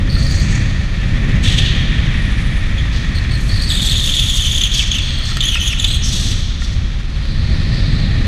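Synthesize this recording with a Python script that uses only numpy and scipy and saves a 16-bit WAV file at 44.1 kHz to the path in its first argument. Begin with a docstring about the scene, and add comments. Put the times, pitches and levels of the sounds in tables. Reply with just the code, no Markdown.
"""An electric kart slides through the corners of a smooth indoor track, heard from the driver's helmet.
It opens on a thin tyre squeal and a knock, then the hiss of rubber scrubbing sideways. From about 3 s
the tyres stick and slip again: the lighter one first, then the loaded outer one, harsh and chirping,
until 6 s. The chassis knocks, the last scrubs die away, and after 7 s two squeals cross the ringing hall.
Under it all the wheels roll and air buffets the microphone."""
import sys
import numpy as np
from scipy import signal
from scipy.fft import rfft, irfft
from scipy.io import wavfile
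from scipy.ndimage import uniform_filter1d

SR = 44100
rng = np.random.default_rng(int(sys.argv[2]) if len(sys.argv) > 2 else 0)


def transcribe(u):
    """Save the signal u as a 16-bit wav file named by the first command-line argument.

    u: samples, shape (n,) or (channels, n), limited to [-1, 1]; the rate is SR.
    q: integer samples, one column per channel.
    """
    v = np.clip(np.atleast_2d(u).T, -1, 1)
    q = np.round(v * 32767).astype(np.int16)
    wavfile.write(sys.argv[1], SR, q)


N = 364707
T = np.arange(N) / SR
HZ = np.fft.rfftfreq(N, 1 / SR)
ATTACK_S, RELEASE_S = 0.0073, 0.011  # edges of the kart's own squeals
SAG_OCT_PER_S = 0.115  # pitch sinks as speed is scrubbed off

# Slides of the loaded outer tyre. Each row: start and length in seconds, level in dB, pitch in Hz,
# overtones in dB, opening scoop and closing swoop in octaves.
OUTER_SLIDES = [(3.695, 0.99, -20, 3563, -8.5, 0, 0.25), (4.709, 0.13, -20.5, 3374, -11, 0.0022, 0.76),
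                (4.904, 0.096, -22.5, 3347, -9, 0, .4), (5.395, 0.19, -19.5, 3218, -8, 0.011, 0.43),
                (5.595, .145, -20.5, 3375, -3.5, .25, .55), (5.785, 0.065, -21.5, 3700, -3, 0, 0.36),
                (5.847, .12, -26, 3450, -6, 0.0047, 0)]
# Slides of the lighter tyre. Each row: start and length in seconds, level in dB, pitch in Hz,
# overtones in dB.
INNER_SLIDES = [(0.089, 0.34, -29.5, 4433, -14.5), (2.776, 0.04, -30.5, 3350, -20),
                (3.147, 0.05, -29.5, 4310, -13), (3.306, 0.068, -32, 4330, -15),
                (3.485, 0.28, -27.5, 4340, -16), (3.684, 0.26, -27, 4040, -2),
                (5.014, 0.37, -32, 4220, -14), (5.867, 0.11, -27, 4050, -8)]
# Single grabs of the rubber. Each row: start in seconds, level in dB, pitch in Hz.
GRABS = [(4.166, -19, 3420), (4.513, -21, 3340), (4.577, -20, 3185), (4.612, -19, 3130),
         (4.635, -16.5, 3303), (4.914, -18.5, 3380), (4.984, -21.5, 3360), (5.406, -18, 3345),
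         (5.796, -18, 3660), (5.843, -14.5, 3445)]
# Sideways scrubs. Each row: start and length in seconds, level in dB, centre in Hz, width in octaves.
SIDE_SCRUBS = [(0.152, 0.42, -38, 6660, .31), (1.418, .16, -33.5, 6770, 0.56), (1.42, .27, -28, 3270, 0.38),
               (2.12, 0.48, -47.5, 9450, .2), (2.923, 0.054, -33, 4070, 0.64),
               (3.344, .42, -40, 7940, 0.61), (3.757, 0.84, -29.5, 7450, 1),
               (4.722, 0.072, -25.5, 5200, 0.73), (5.25, .025, -30, 5070, 0.65),
               (6.02, 0.057, -27.5, 5700, .17), (6.03, 0.25, -27, 6000, 0.74),
               (6.089, 0.22, -31.5, 3780, 0.31), (6.595, 0.063, -35.5, 5040, 0.59)]
# Jolts of the chassis. Each row: start in seconds, level in dB, treble crack in dB relative to that.
JOLTS = [(0.166, -26, -18), (5.317, -26, -20), (5.37, -26.5, 14), (5.556, -21.5, -14), (5.734, -31, -16),
         (6.62, -27, -13), (7.254, -38, 3)]
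# Modes a jolt sets ringing. Each row: pitch in Hz, level in dB, seconds to fall by 60 dB.
JOLT_MODES = [(1300, -7, 0.061), (1413, 13, 0.036), (1882, 9, 0.082), (2510, -18, 0.023), (3410, -3, 0.017)]
# Squeals across the hall. Each row: start and length in seconds, level in dB, pitch in Hz.
FAR_SLIDES = [(7.051, 0.59, -39.5, 4325), (7.62, 0.46, -36.5, 4173)]
# Tone of the wheels on the floor. Each row: frequency in Hz, level in dB.
ROLL_SPECTRUM = [(200, -4), (450, -9.5), (900, -9.5), (1300, -3.5), (1550, -6.5), (2300, -4.5),
                 (2900, -6.5), (3450, -2.5), (4500, -12), (5100, -15), (6500, -16.5), (7300, -23),
                 (10500, -31), (12000, -40.5), (15000, -44)]
# Modes of the rolling chassis, three low and two high. Each row: centre and width in Hz, level in dB.
CHASSIS_MODES = [(547.6, 20, 4), (646.7, 14, 1), (789, 20, -3), (1834, 158, 6.5), (2374, 350, 0.5)]
# Deep rumble of air on the microphone. 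Each row: frequency in Hz, level in dB.
AIR_SPECTRUM = [(10, -21), (24, 1.5), (42, -1.5), (60, -3), (85, -7.5), (110, -20), (500, -90)]
# Drumming of the frame. Each row: frequency in Hz, level in dB.
DRUM_SPECTRUM = [(40, -61), (90, 1), (128, 0.5), (150, -4.5), (200, -8), (400, -26), (1200, -50),
                 (3000, -90)]
# How hard floor and air shake the kart. Each row: time in seconds, level in dB.
SHAKE_CURVE = [(0.02, -14), (0.55, -13.5), (0.9, -19), (1.3, -11.5), (2.75, -18.5), (3.7, -17.3),
               (4.3, -21), (5.75, -22.4), (6.3, -16.5), (6.52, -24), (6.8, -20), (7.05, -23), (7.55, -15.5),
               (8.25, -13)]
# Extra ringing of the frame under cornering load. Each row: time in seconds, boost in dB.
LOAD_CURVE = [(0.02, -6), (0.55, 1.5), (1.2, 0), (2.2, 4), (3.3, 3), (4.2, -1.5), (5.3, 3), (6.3, -5.5),
              (8.25, -3)]
# Colour of the path from tyres to microphone. 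Each row: frequency in Hz, gain in dB.
PATH_EQ = [(1000, -8.5), (2700, 4), (3450, 6.5), (3900, 3), (4500, 3), (5100, -0.5), (5900, 2), (6700, 1.5),
           (7250, -5.5), (8100, 0), (9000, -8.5), (10500, -5.5), (11700, -9), (15000, -14)]
# Reverb of the hall. Each row: frequency in Hz, seconds to fall by 60 dB.
HALL_DECAY = [(200, 1.2), (2000, 2.3), (4000, 3.27), (8000, 1), (15000, 0.6)]


def stick_slip(hz, overtone_db, drift, fall_db, flutter_db=2.5, rasp_db=-11, judder_hz=22):
    """The voice of every squeal: tread grabs and lets go, so pitch and strength stumble with the floor."""
    size = len(hz)
    judder = np.cos(2 * np.pi * judder_hz * np.arange(size) / SR + wander(size, rate_hz=9.7))
    grip = unit(0.688 * judder + wander(size, rate_hz=55.4))  # the tyre hops, so grip comes in surges
    stumble = wander(size, rate_hz=80) + 0.35 * grip + 0.65 * wander(size, rate_hz=900)
    pitch = hz * np.exp(drift * stumble)
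    phase = 2 * np.pi * np.cumsum(pitch) / SR
    tone = np.sin(phase) * amp(4.4 * wander(size, rate_hz=430))
    for k in range(2, 6):  # a harder grab sharpens the release and lifts the overtones
        strength = amp(overtone_db - fall_db * (k - 3) + grip + 3.7 * wander(size, rate_hz=150))
        tone += strength * np.sin(k * phase) * (k * pitch < SR / 2)
    rasp = 1 + amp(rasp_db) * wander(size, rate_hz=1040)  # grit under the tread frays every partial
    return unit(tone * rasp * amp(flutter_db * grip))


def outer_tyre(trim_db=-3.5, soft_db=-8, bite_s=0.011, scoop_s=0.026, swoop_s=0.085,
               mellow_db_per_oct=-20, stick_db=-7):
    """The harsh lead squeal: it bites, sags, then swoops down and mellows as the tyre finds grip."""
    out = np.zeros(N)
    for start, length, db, hz, overtone_db, scoop, swoop in OUTER_SLIDES:
        t = np.arange(0, length, 1 / SR)
        dive = swoop * np.clip(1 - (length - t) / min(swoop_s, length), 0, 1) ** 2
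        octaves_flat = scoop * np.exp(-t / scoop_s) + SAG_OCT_PER_S * t + dive
        harsh_db = overtone_db + soft_db * np.exp(-t / bite_s) + mellow_db_per_oct * dive
        tone = stick_slip(hz * 2 ** -octaves_flat, harsh_db, drift=0.05, fall_db=3)
        add(out, start, amp(db + trim_db) * tone * swell(t, ATTACK_S, RELEASE_S))
    # the rubber holds just before each chirp, ducking the squeal
    stuck = sum(np.exp(-((T - start) / 0.0046 + 1) ** 2) for start, _, _ in GRABS)
    return out * amp(stick_db * stuck)


def light_tyre(trim_db=-1, fade_db_per_s=9):
    """The less loaded tyre sings higher and thinner; each squeal starts strong and fades."""
    out = np.zeros(N)
    for start, length, db, hz, overtone_db in INNER_SLIDES:
        t = np.arange(0, length, 1 / SR)
        tone = stick_slip(np.full(len(t), hz), overtone_db, drift=0.035, fall_db=6)
        add(out, start, amp(db + trim_db - fade_db_per_s * t) * tone * swell(t, ATTACK_S, RELEASE_S))
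    return out


def chirps(trim_db=-1, length_s=0.011, fall_oct=0.1):
    """The rubber grabs once: a tiny falling squeak with a snappy start."""
    out, progress = np.zeros(N), np.linspace(0, 1, int(length_s * SR))
    envelope = unit(np.sin(np.pi * np.sqrt(progress)))
    for start, db, hz in GRABS:
        glide = hz * 2 ** (fall_oct * (0.5 - progress))
        tone = stick_slip(glide, overtone_db=-13, drift=0.04, fall_db=9, flutter_db=1.5)
        add(out, start, amp(db + trim_db) * tone * envelope)
    return out


def scrubs(grain_db=2.65, rise_share=0.12, t60_s=0.51):
    """Rubber skates without locking into a note: a grainy hiss that swells, holds and dies away."""
    out, t = np.zeros(N), np.arange(2 * SR) / SR
    f = np.fft.rfftfreq(len(t), 1 / SR)
    for start, length, db, hz, octaves in SIDE_SCRUBS:
        band = (1 + (np.log2((f + 1) / hz) / octaves) ** 2 / 2) ** -1.8
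        hiss = unit(irfft(rfft(rng.standard_normal(len(t))) * band))
        rise = np.minimum(t / (rise_share * length), 1)
        tail_db = -60 * np.maximum(t - length, 0) / t60_s
        add(out, start, hiss * rise * amp(db + tail_db))
    return out * amp(grain_db * wander(N, rate_hz=26))


def knocks(crack_s=0.0019):
    """Frame and bodywork jolt: a crack over a few short modes, tuned a little differently each hit."""
    out, t = np.zeros(N), np.arange(SR // 8) / SR
    for start, db, crack_db in JOLTS:
        ring = sum(amp(mode_db - 60 * t / t60) * np.sin(2 * np.pi * hz * rng.uniform(0.94, 1.03) * t)
                   for hz, mode_db, t60 in JOLT_MODES)
        crack = signal.lfilter([1], [1, -0.55], rng.standard_normal(len(t))) * np.exp(-t / crack_s)
        add(out, start, amp(db) * (ring / 2 + amp(crack_db) * crack))
    return out


def far_tyres(trim_db=-1):
    """Soft-edged, sagging squeals from another part of the track."""
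    out = np.zeros(N)
    for start, length, db, hz in FAR_SLIDES:
        t = np.arange(0, length, 1 / SR)
        tone = stick_slip(hz * 2 ** (-SAG_OCT_PER_S * t), overtone_db=-28, drift=0.075, fall_db=10)
        add(out, start, amp(db + trim_db) * tone * swell(t, attack_s=0.032, release_s=0.078))
    return out


def rolling(road_db=-33, hum_db=-46.5, ring_db=-35, road_share=0.35, hum_share=0.87, grain_db=0.9):
    """Floor texture shakes the wheels; the frame hums in its low modes, and load brings out the high."""
    modes = [amp(db) / (1 + ((HZ - hz) / width) ** 2) ** 1.44 for hz, width, db in CHASSIS_MODES]
    load_db = shake_db() + follow(LOAD_CURVE)
    road = amp(road_db + road_share * load_db) * noise(amp(read(ROLL_SPECTRUM, HZ)))
    hum = amp(hum_db + hum_share * shake_db()) * noise(sum(modes[:3]))
    ring = amp(ring_db + load_db) * noise(sum(modes[3:]))
    return (road + hum + ring) * amp(grain_db * wander(N, rate_hz=32))


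def buffet(air_db=-15.5, drum_db=-21, air_share=0.33, drum_share=1.03):
    """The low bed: lumpy air on the microphone, nearly even, and frame drumming that rides the shake."""
    air = noise(amp(read(AIR_SPECTRUM, HZ)))
    drum = noise(amp(read(DRUM_SPECTRUM, HZ)))
    air = unit(air / uniform_filter1d(air ** 2, size=5000) ** 0.79)  # eddies arrive at an even strength
    return amp(air_db + air_share * shake_db()) * air + amp(drum_db + drum_share * shake_db()) * drum


def reflections(sound, decay, delay_s):
    """Sparse echoes of random sign, each band dying at its own speed."""
    taps = rng.standard_normal(SR) * (rng.random(SR) < 0.1)
    taps[:int(delay_s * SR)] = 0
    hz, t, bands = signal.stft(taps, SR, nperseg=256)
    tail = signal.istft(bands * amp(-60 * t / read(decay, hz)[:, None]), SR, nperseg=256)[1]
    return signal.fftconvolve(sound, tail / np.linalg.norm(tail))[:N]


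def shake_db():
    """How far the shaking is above its average; each background layer follows a share of it."""
    db = follow(SHAKE_CURVE)
    return db - db.mean()


def swell(t, attack_s, release_s):
    """Attack, hold and release over the times t."""
    return np.minimum(t / attack_s, 1) * np.minimum((t[-1] - t) / release_s, 1)


def wander(size, rate_hz):
    """Smooth random modulation of rms about 1, rolling off above rate_hz."""
    white = rng.standard_normal(2 ** int(np.ceil(np.log2(size + SR / 2))))
    hz = np.fft.rfftfreq(len(white), 1 / SR)
    return unit(irfft(rfft(white) / np.sqrt(1 + (hz / rate_hz) ** 4)))[:size]


def noise(gain):
    """Noise of rms 1 with the given spectrum."""
    return unit(irfft(rfft(rng.standard_normal(N)) * gain, N))


def read(points, hz):
    """Reads a spectrum table on a log-frequency axis."""
    f, value = np.transpose(points)
    return np.interp(np.log(hz + 1), np.log(f + 1), value)


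def follow(curve):
    """Draws an automation curve across the whole scene."""
    return np.interp(T, *np.transpose(curve))


def add(mix, start_s, sound):
    """Lays a sound into the mix."""
    part = mix[max(round(start_s * SR), 0):][:len(sound)]
    part += sound[:len(part)]


def amp(db):
    """Decibels to gain."""
    return 10 ** (np.asarray(db) / 20)


def unit(x):
    """Scales to rms 1."""
    return x / np.sqrt(np.mean(x ** 2) + 1e-20)


def scene(near_db=-8, hall_db=-8):
    """Tyres and knocks heard directly, off floor and barriers, and through the hall, over the rumble."""
    squeals_and_knocks = outer_tyre() + light_tyre() + chirps() + knocks()
    direct = squeals_and_knocks + scrubs()
    near = reflections(squeals_and_knocks, decay=[(1000, 0.046), (10000, 0.094)], delay_s=0.002)
    hall = reflections(amp(hall_db) * direct + far_tyres(), HALL_DECAY, delay_s=0.0088)
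    foreground = direct + amp(near_db) * near + hall
    at_helmet = irfft(rfft(foreground) * amp(read(PATH_EQ, HZ)), N)
    return (at_helmet + rolling() + buffet())[None]


def record(dry, ceiling=0.95, cutoff_hz=15250):
    """A soft clip rounds off the peaks, then a steep low-pass trims the top."""
    rounded = dry / (1 + (dry / ceiling) ** 8) ** (1 / 8)
    lowpass = signal.firwin(511, cutoff_hz, window=("kaiser", 9), fs=SR)
    return signal.oaconvolve(rounded, lowpass[None], "same")


dry = scene()
out = record(dry)
transcribe(out)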